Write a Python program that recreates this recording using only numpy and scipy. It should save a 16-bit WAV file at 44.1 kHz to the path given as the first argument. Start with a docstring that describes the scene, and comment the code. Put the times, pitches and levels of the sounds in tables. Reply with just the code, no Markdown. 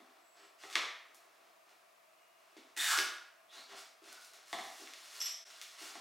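"""A cardboard box with broken pieces inside is worked open and tilted in a bare, echoing room.
Over soft room air, hands and packing rub on the card and the box gives hollow knocks. A flap pops
loose in the first second. Near 3 s another rips free, the card squeaks and the jolted pieces clink.
More rubs and knocks follow; just after 5 s the pieces scrape shrilly against each other,
and the level dips briefly before the last strokes and knocks."""
import sys
import numpy as np
from scipy import signal
from scipy.fft import rfft, irfft, next_fast_len
from scipy.io import wavfile

SR = 44100
rng = np.random.default_rng(int(sys.argv[2]) if len(sys.argv) > 2 else 0)


def wav_out(sig):
    """Save sig, one row per channel (or a flat mono array), as 16-bit PCM at SR to the path in sys.argv[1]."""
    wavfile.write(sys.argv[1], SR, np.round(np.clip(np.atleast_2d(sig).T, -1, 1) * 32767).astype(np.int16))


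N = 264908
T = np.arange(N) / SR


def amp(db):
    """Decibels to gain."""
    return 10 ** (np.asarray(db) / 20)


def unit_rms(x):
    """Scales to rms 1."""
    return x / np.sqrt(np.mean(x ** 2) + 1e-20)


def curve_at(points, hz):
    """Reads a curve of (Hz, value) points along a log-frequency axis."""
    point_hz, value = np.transpose(points)
    return np.interp(np.log(hz + 1), np.log(point_hz), value)


def add(mix, s, sound):
    """Mixes a sound in at s seconds, or at 0 if s is negative."""
    part = mix[max(round(s * SR), 0):][:len(sound)]
    part += sound[:len(part)]


def highpass(x, hz, order=3):
    """Rolls off the bass, which small things barely radiate."""
    return signal.sosfilt(signal.butter(order, hz, "high", fs=SR, output="sos"), x)


def swell(t, length, rise_s, fall_s):
    """A smooth rise, a hold and a smooth fall, within the given length."""
    rise = np.sin(np.pi / 2 * np.clip(t / rise_s, 0, 1))
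    fall = np.sin(np.pi / 2 * np.clip((length - t) / fall_s, 0, 1))
    return rise * fall


def pulse(colour, tilt_db=0, dispersion=0, size=4096):
    """A click of energy 1, tilted per octave; with dispersion the treble leads, as in bending card."""
    hz = abs(np.fft.fftfreq(size, 1 / SR))
    log_gain = np.log(amp(curve_at(colour, hz) + tilt_db * np.log2(np.clip(hz, 300, 12000))))
    log_spectrum = np.conj(signal.hilbert(log_gain))  # minimum phase keeps the attack sharp
    spectrum = np.exp(log_spectrum - 1j * dispersion * np.sqrt(hz))
    click = irfft(spectrum[:size // 2 + 1])
    return click / np.linalg.norm(click)


def hit_gain(db):
    """Gain that gives a click of energy 1 this level over a millisecond."""
    return amp(db) * np.sqrt(SR / 1000)


def coloured(x, colour):
    """Puts x through an EQ curve, at rms 1."""
    return unit_rms(signal.oaconvolve(x, pulse(colour))[:N])


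def resonate(x, hz, width_hz):
    """A steep-sided resonance that can follow a moving pitch, at rms 1."""
    carrier = np.exp(2j * np.pi * np.cumsum(hz * np.ones(len(x))) / SR)
    pole = np.exp(-np.pi * width_hz / SR)
    baseband = signal.lfilter([1], [1, -2 * pole, pole * pole], x / carrier)
    return unit_rms((carrier * baseband).real)


def slips(per_s, spread_db):
    """Friction as a random train of tiny slips of uneven size."""
    size = amp(spread_db * np.minimum(rng.exponential(1, N), 4))
    return unit_rms(size * rng.choice([-1, 1], N) * (rng.random(N) < per_s / SR))


def room_air(hiss_db=-68, drone_db=-76.5):
    """A steady bed of room hiss with a soft ventilation drone."""
    # Tone of the still room. Each row: frequency in Hz, relative level in dB.
    hiss_colour = [(30, -68), (80, -38.5), (197, -30.5), (292, -30), (350, -20), (420, -23.5), (546, -21.5),
                   (639, -10.5), (852, -19.5), (1170, -13), (1470, -20), (2490, -20), (2760, -21),
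                   (2990, -25), (15500, -33.5)]
    hiss, draught = rng.standard_normal((2, N))
    drone = resonate(draught, hz=664.7, width_hz=65)
    return amp(hiss_db) * coloured(hiss, hiss_colour) + amp(drone_db) * drone


def rubs(catch_db=-10):
    """Hands and packing drag over the card in fine slips with a few coarse catches."""
    # Each row is a stroke: start in seconds, length in seconds, level in dB, tilt in dB per octave.
    strokes = [(-.04, 0.28, -68.5, -6), (0.333, .16, -61.5, -4), (0.573, 0.16, -56.5, -1),
               (.69, 0.071, -45, -1.5), (1.025, 0.54, -70.5, -5), (1.647, 0.12, -65.5, -4.5),
               (2.355, 0.41, -71.5, -3.5), (3.501, 0.15, -54.5, -1.5), (3.668, 0.13, -52.5, -3.5),
               (3.746, 0.091, -49.5, 0.5), (4.013, 0.19, -56, -1), (4.188, .11, -54.5, 2),
               (4.3, 0.18, -61.5, -2.5), (4.451, 0.39, -56.5, 1.5), (4.77, 0.19, -56, -.5),
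               (4.944, 0.23, -55.5, .5), (5.119, 0.19, -51, 0.5), (5.426, 0.22, -56.5, -0.5),
               (5.612, 0.2, -58.5, 0), (5.769, 0.17, -49, -0.2), (5.92, 0.16, -53.5, -2)]
    # Tone of rubbed card. Each row: frequency in Hz, relative level in dB.
    rub_colour = [(100, -47), (300, -12), (520, -9.5), (730, -1.5), (900, -4), (1350, 1.5), (2200, 0),
                  (3500, 0), (5500, 0.5), (8000, -5.5), (11000, -11), (15500, -18.5)]
    out = np.zeros(N)
    friction = slips(per_s=3000, spread_db=4) + amp(catch_db) * slips(per_s=28, spread_db=0.59)
    for s, length, db, tilt_db in strokes:
        start, t = round(s * SR), T[:round(length * SR)]
        drive = np.roll(friction, -start)[:len(t)] * swell(t, length, rise_s=0.05, fall_s=0.079)
        stroke = signal.fftconvolve(drive, pulse(rub_colour, tilt_db))
        add(out, s, amp(db) * stroke[max(-start, 0):])  # the first stroke is already under way
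    return out


def knocks(hard_rap_db=-30.5, gain_db=0.5):
    """Each knock raps the walls and pumps the air inside the box, whose pitch changes with the grip."""
    # Each row: start in seconds, boom strength in dB, boom pitch in Hz, rap strength in dB.
    hits = [(.002, -49.5, 272, -48), (.636, -52, 354, -39), (.757, -36, 346, -55), (2.567, -42.5, 303, -70),
            (2.771, -46.5, 325, -63), (2.982, -34.5, 357, -37), (3.002, -41, 354, -39.5),
            (3.572, -56, 298, -46), (3.723, -52.5, 276, -41.5), (4.02, -49, 350, -60),
            (4.075, -55, 310, -46.5), (4.528, -43.5, 277, -23.5), (4.534, -60, 280, -35.5),
            (4.544, -74.5, 280, -34.5), (4.557, -47, 278, -44), (4.586, -45, 267, -28.5),
            (4.646, -61, 267, -35.5), (4.797, -50, 325, -62), (4.82, -43.5, 327, -55),
            (5.816, -45, 324, -54), (5.953, -46.5, 298, -36)]
    # Boom of the enclosed air, retuned for each hit. 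Each row: frequency in Hz, relative level in dB.
    boom_colour = [(60, -41), (130, -40), (195, -30.5), (250, -3.5), (330, 5.5), (430, -3.5), (700, -8.5),
                   (2000, -25.5), (8000, -54)]
    # Tone of the walls. Each row: frequency in Hz, relative level in dB.
    wall_colour = [(130, -28), (210, -21), (450, -10.5), (580, -10.5), (745, 7), (900, -8), (1150, -1),
                   (1400, -14), (2020, -1), (2600, -19), (3550, -6.5), (4500, -15.5), (9000, -25),
                   (15000, -42)]
    out = np.zeros(N)
    peak_hz = max(boom_colour, key=lambda point: point[1])[0]
    for s, boom_db, boom_hz, rap_db in hits:
        boom = pulse([(hz * boom_hz / peak_hz, db) for hz, db in boom_colour])
        tilt_db = 0.6 * (rap_db - hard_rap_db) / 10  # softer raps are duller
        rap = pulse(wall_colour, tilt_db, dispersion=1.1)
        add(out, s, hit_gain(boom_db) * boom + hit_gain(rap_db) * rap)
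    return amp(gain_db) * out


def whines():
    """Faint, thin pure tones swell and fade."""
    # Each row: start in seconds, length in seconds, pitch in Hz, level in dB.
    tones = [(0.185, 0.38, 7730, -76), (2.14, 0.35, 2850, -78.5)]
    out = np.zeros(N)
    for s, length, hz, db in tones:
        t = T[:round(length * SR)]
        tone = np.sqrt(2) * np.sin(2 * np.pi * hz * t)
        add(out, s, amp(db) * tone * signal.windows.tukey(len(t), 0.5))
    return out


def snaps(gain_db=2):
    """The card cracks: returns the send to the room and the brighter part aimed at the microphone."""
    # Each row: start in seconds, strength in dB, tilt in dB per octave, aimed part's offset in dB.
    cracks = [(0.6356, -38.5, -6.5, 1), (0.7275, -35.5, 3.5, -2), (0.7532, -43, -2, 13),
              (0.755, -16.5, -1.1, 2.5), (0.766, -36.5, 1, -2), (0.8176, -28.5, -3, -5),
              (1.146, -48.5, 14, -2), (1.693, -58.5, 6, -1), (2.5673, -44, 2, -7), (2.9039, -19.5, 4, -8),
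              (2.975, -25.5, 10, 0), (2.9874, -22.5, 0.5, 5.5), (4.128, -50, 15, 8), (4.2478, -58, 11, 11),
              (4.335, -45, 9, -3), (4.8739, -42.5, -2, 2), (4.9359, -39.5, 4, 2), (5.214, -33.5, 4, -0.5),
              (5.2582, -31, 5, -6), (5.6144, -34.5, 6, 0), (5.627, -50, 20, 2)]
    # Tone of snapping card. Each row: frequency in Hz, relative level in dB.
    snap_colour = [(150, -45), (320, -23), (430, -12.5), (650, -9.5), (850, -13.5), (1180, -1),
                   (1450, -6.5), (2050, 2.5), (2800, -5.5), (3550, -2), (5050, -9.5), (5800, -9.5),
                   (7600, -18), (15000, -35)]
    send, aimed = np.zeros((2, N))
    for s, db, tilt_db, aimed_db in cracks:
        crack = hit_gain(db + gain_db) * pulse(snap_colour, tilt_db, dispersion=0.5006)
        add(send, s, crack)
        add(aimed, s, crack * amp(aimed_db))
    return send, highpass(aimed, hz=1400)


def rip(growth_db_per_octave=25):
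    """Fibres part in quick succession and shake the flap, which rings lower and louder as it lengthens."""
    # Each row is a tug: start in seconds, length in seconds, fibre level in dB,
    # flap level at its starting pitch in dB, starting pitch in Hz, ending pitch in Hz.
    tugs = [(2.761, 0.18, -34.5, -43.5, 1890, 1270), (2.976, 0.03, -35, -40.5, 1660, 1560)]
    # Tone of tearing fibres. Each row: frequency in Hz, relative level in dB.
    tear_colour = [(130, -51), (300, -18), (580, -19), (740, -7.5), (1000, -5.5), (1900, 2), (2600, 5),
                   (3600, 2.5), (4600, 1), (6500, -1), (7800, 1), (10000, -5), (15500, -13)]
    out = np.zeros(N)
    for s, length, fibres_db, flap_db, start_hz, end_hz in tugs:
        torn = np.clip((T - s) / length, 0, 1) ** 2.7  # the tear speeds up, so the pitch falls late
        flap_hz = start_hz + (end_hz - start_hz) * torn
        ring_db = flap_db + growth_db_per_octave * np.log2(start_hz / flap_hz)
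        fibres = slips(per_s=2300, spread_db=4)
        tear = amp(fibres_db) * coloured(fibres, tear_colour)
        flap = amp(ring_db) * highpass(resonate(fibres, flap_hz, width_hz=700), hz=520)
        out += swell(T - s, length, rise_s=0.023, fall_s=0.0065) * (tear + flap)
    return out


def squeaks():
    """Card sticks and slips on card in brief gliding tones."""
    # Each row: start and length in seconds, starting pitch, ending pitch and width in Hz, level in dB.
    glides = [(2.786, 0.029, 3540, 3690, 200, -32.5), (2.913, 0.047, 1420, 1437, 60, -33.5),
              (2.947, 0.039, 4460, 4820, 130, -42.5), (3.472, 0.18, 3240, 4600, 705, -58),
              (4.104, 0.11, 1493, 1424, 72, -60)]
    out = np.zeros(N)
    for s, length, start_hz, end_hz, width_hz, db in glides:
        n = round(length * SR)
        tone = resonate(rng.standard_normal(SR)[:n], np.linspace(start_hz, end_hz, n), width_hz)
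        add(out, s, amp(db) * signal.windows.tukey(n, 0.5) * tone)
    return out


def clinks(damping=3):
    """Broken pieces ring when jolted together, choked by their packing."""
    # Each row is a jolt: start in seconds, strength in dB.
    jolts = [(2.923, -30), (2.934, -43), (2.975, -20.5), (2.988, -29.5), (3.001, -39)]
    # Ring of the pieces. Each row: pitch in Hz, relative level in dB, t60 in seconds before damping.
    modes = [(1474, 3, 0.15), (1656, 7, 0.44), (1770, -19, 0.84), (2250, -10, 0.45), (2620, 7, 0.12),
             (2980, 9, 0.073), (3540, -12, 0.37), (4990, 3, 0.1), (5190, 15.5, 0.052), (5850, 7, 0.12),
             (5960, -16, 0.33), (6300, -19, 0.39)]
    out, t = np.zeros(N), T[:SR // 2]
    for s, strength_db in jolts:
        ring = sum(rng.choice([-1, 1]) * amp(db - 60 * damping * t / t60) * np.cos(2 * np.pi * hz * t)
                   for hz, db, t60 in modes)
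        add(out, s, hit_gain(strength_db) * ring / np.linalg.norm(ring))
    return highpass(out, hz=700)


def scrapes(sharpness=1.2, muffling_hz=9000, attack_s=0.00064, fade_db_per_s=900):
    """Shard bites on shard: the chattering edge drives a shrill, fast-dying ring, muffled by the box."""
    # Each row is a slide: start in seconds, level in dB.
    slides = [(5.203, -33), (5.213, -30), (5.248, -41), (5.257, -30), (5.305, -61)]
    # Ring of the shards. Each row: pitch in Hz, width in Hz before sharpening, level in dB before muffling.
    modes = [(3200, 700, -11), (5100, 200, -6), (5300, 170, 0), (5590, 110, -1), (6020, 70, -5),
             (6190, 70, -10), (7450, 140, -12), (8020, 140, -14), (11510, 170, -7), (13200, 90, -21),
             (14350, 200, -15), (15250, 200, -21)]
    out, t = np.zeros(N), T[:SR // 4]
    for s, db in slides:
        chatter = slips(per_s=1200, spread_db=1.5)[:SR // 2]
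        ring = np.zeros(len(chatter))
        for hz, width_hz, mode_db in modes:
            muffling = np.hypot(1, (hz / muffling_hz) ** 2)
            ring += amp(mode_db) * resonate(chatter, hz, width_hz / sharpness) / muffling
        envelope = np.minimum(t / attack_s, 1) * amp(db - fade_db_per_s * t)
        add(out, s, envelope * unit_rms(highpass(ring, hz=1200))[-len(t):])
    return out


def reverb(x, build_s=0.002):
    """Dense echoes off bare walls build up quickly, and each band dies at its own speed."""
    # Decay of the room. Each row: frequency in Hz, t60 in seconds.
    decay_times = [(150, 0.31), (300, 0.46), (720, 0.64), (1150, 0.66), (1900, 0.63), (4500, 0.55),
                   (8000, 0.47), (15000, 0.39)]
    hz, t, noise = signal.stft(rng.standard_normal(SR), SR, nperseg=256)
    t60 = curve_at(decay_times, hz)[:, None]
    bands = noise * amp(-60 * t / t60) / np.sqrt(t60)  # about equal energy in every band
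    tail = signal.istft(bands, SR, nperseg=256)[1][:SR]
    tail *= 1 - np.exp(-(T[:SR] / build_s) ** 2)
    return signal.fftconvolve(x, tail / np.linalg.norm(tail))[:N]


def widened(mid, other, width):
    """Left and right from a mid signal and an unrelated one that fills the sides."""
    size = next_fast_len(N, True)
    side_gain = amp(curve_at(width, np.fft.rfftfreq(size, 1 / SR)))
    side = irfft(rfft(other, size) * side_gain, size)[:N]
    return np.array([mid + side, mid - side])


def scene(direct_db=-6, reverb_db=-1, air_pan_db=0.5):
    """The box sits dead centre; only echoes and room air give width."""
    # Stereo width of the handling echoes, the echoes from the top of the box and the room air.
    # Each row: frequency in Hz, side level against mid in dB.
    handling_width = [(100, -23), (380, -18.5), (700, -12), (1300, -12), (2400, -15), (4500, -29),
                      (8000, -23.5), (15000, -66)]
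    top_width = [(100, -22), (380, -19.5), (700, -7), (1300, -13.5), (2800, -18), (4300, -21.5),
                 (5600, -11), (8000, -12.5), (11500, -14), (15000, -37)]
    air_width = [(60, 2), (200, -9), (700, -0.5), (1300, -1.5), (2400, -4), (8000, -7.5), (15000, -38)]
    snap_send, snap_aimed = snaps()
    handling = knocks() + rubs()
    top = rip() + squeaks() + clinks() + scrapes()
    sends = [(handling + snap_send, handling_width), (top, top_width)]
    echoes = sum(widened(reverb(send), reverb(send), width) for send, width in sends)
    bed = widened(room_air(), room_air(), air_width) * amp([[air_pan_db], [-air_pan_db]])
    return amp(direct_db) * (handling + top + snap_aimed) + amp(reverb_db) * echoes + bed + whines()


def record(dry, low_cut_hz=65, dip_at_s=5.447, dip_width_s=0.005, dip_db=-20, high_cut_hz=16000):
    """The microphone's low cut, a brief dip in level, then a steep high cut."""
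    thinned = highpass(dry, low_cut_hz, order=2)
    dipped = thinned * amp(dip_db * np.exp(-abs(T - dip_at_s) / dip_width_s))
    high_cut = signal.firwin(511, high_cut_hz, window=("kaiser", 9), fs=SR)
    return signal.oaconvolve(dipped, high_cut[None], "same", axes=1)


dry = scene()
out = record(dry)
wav_out(out)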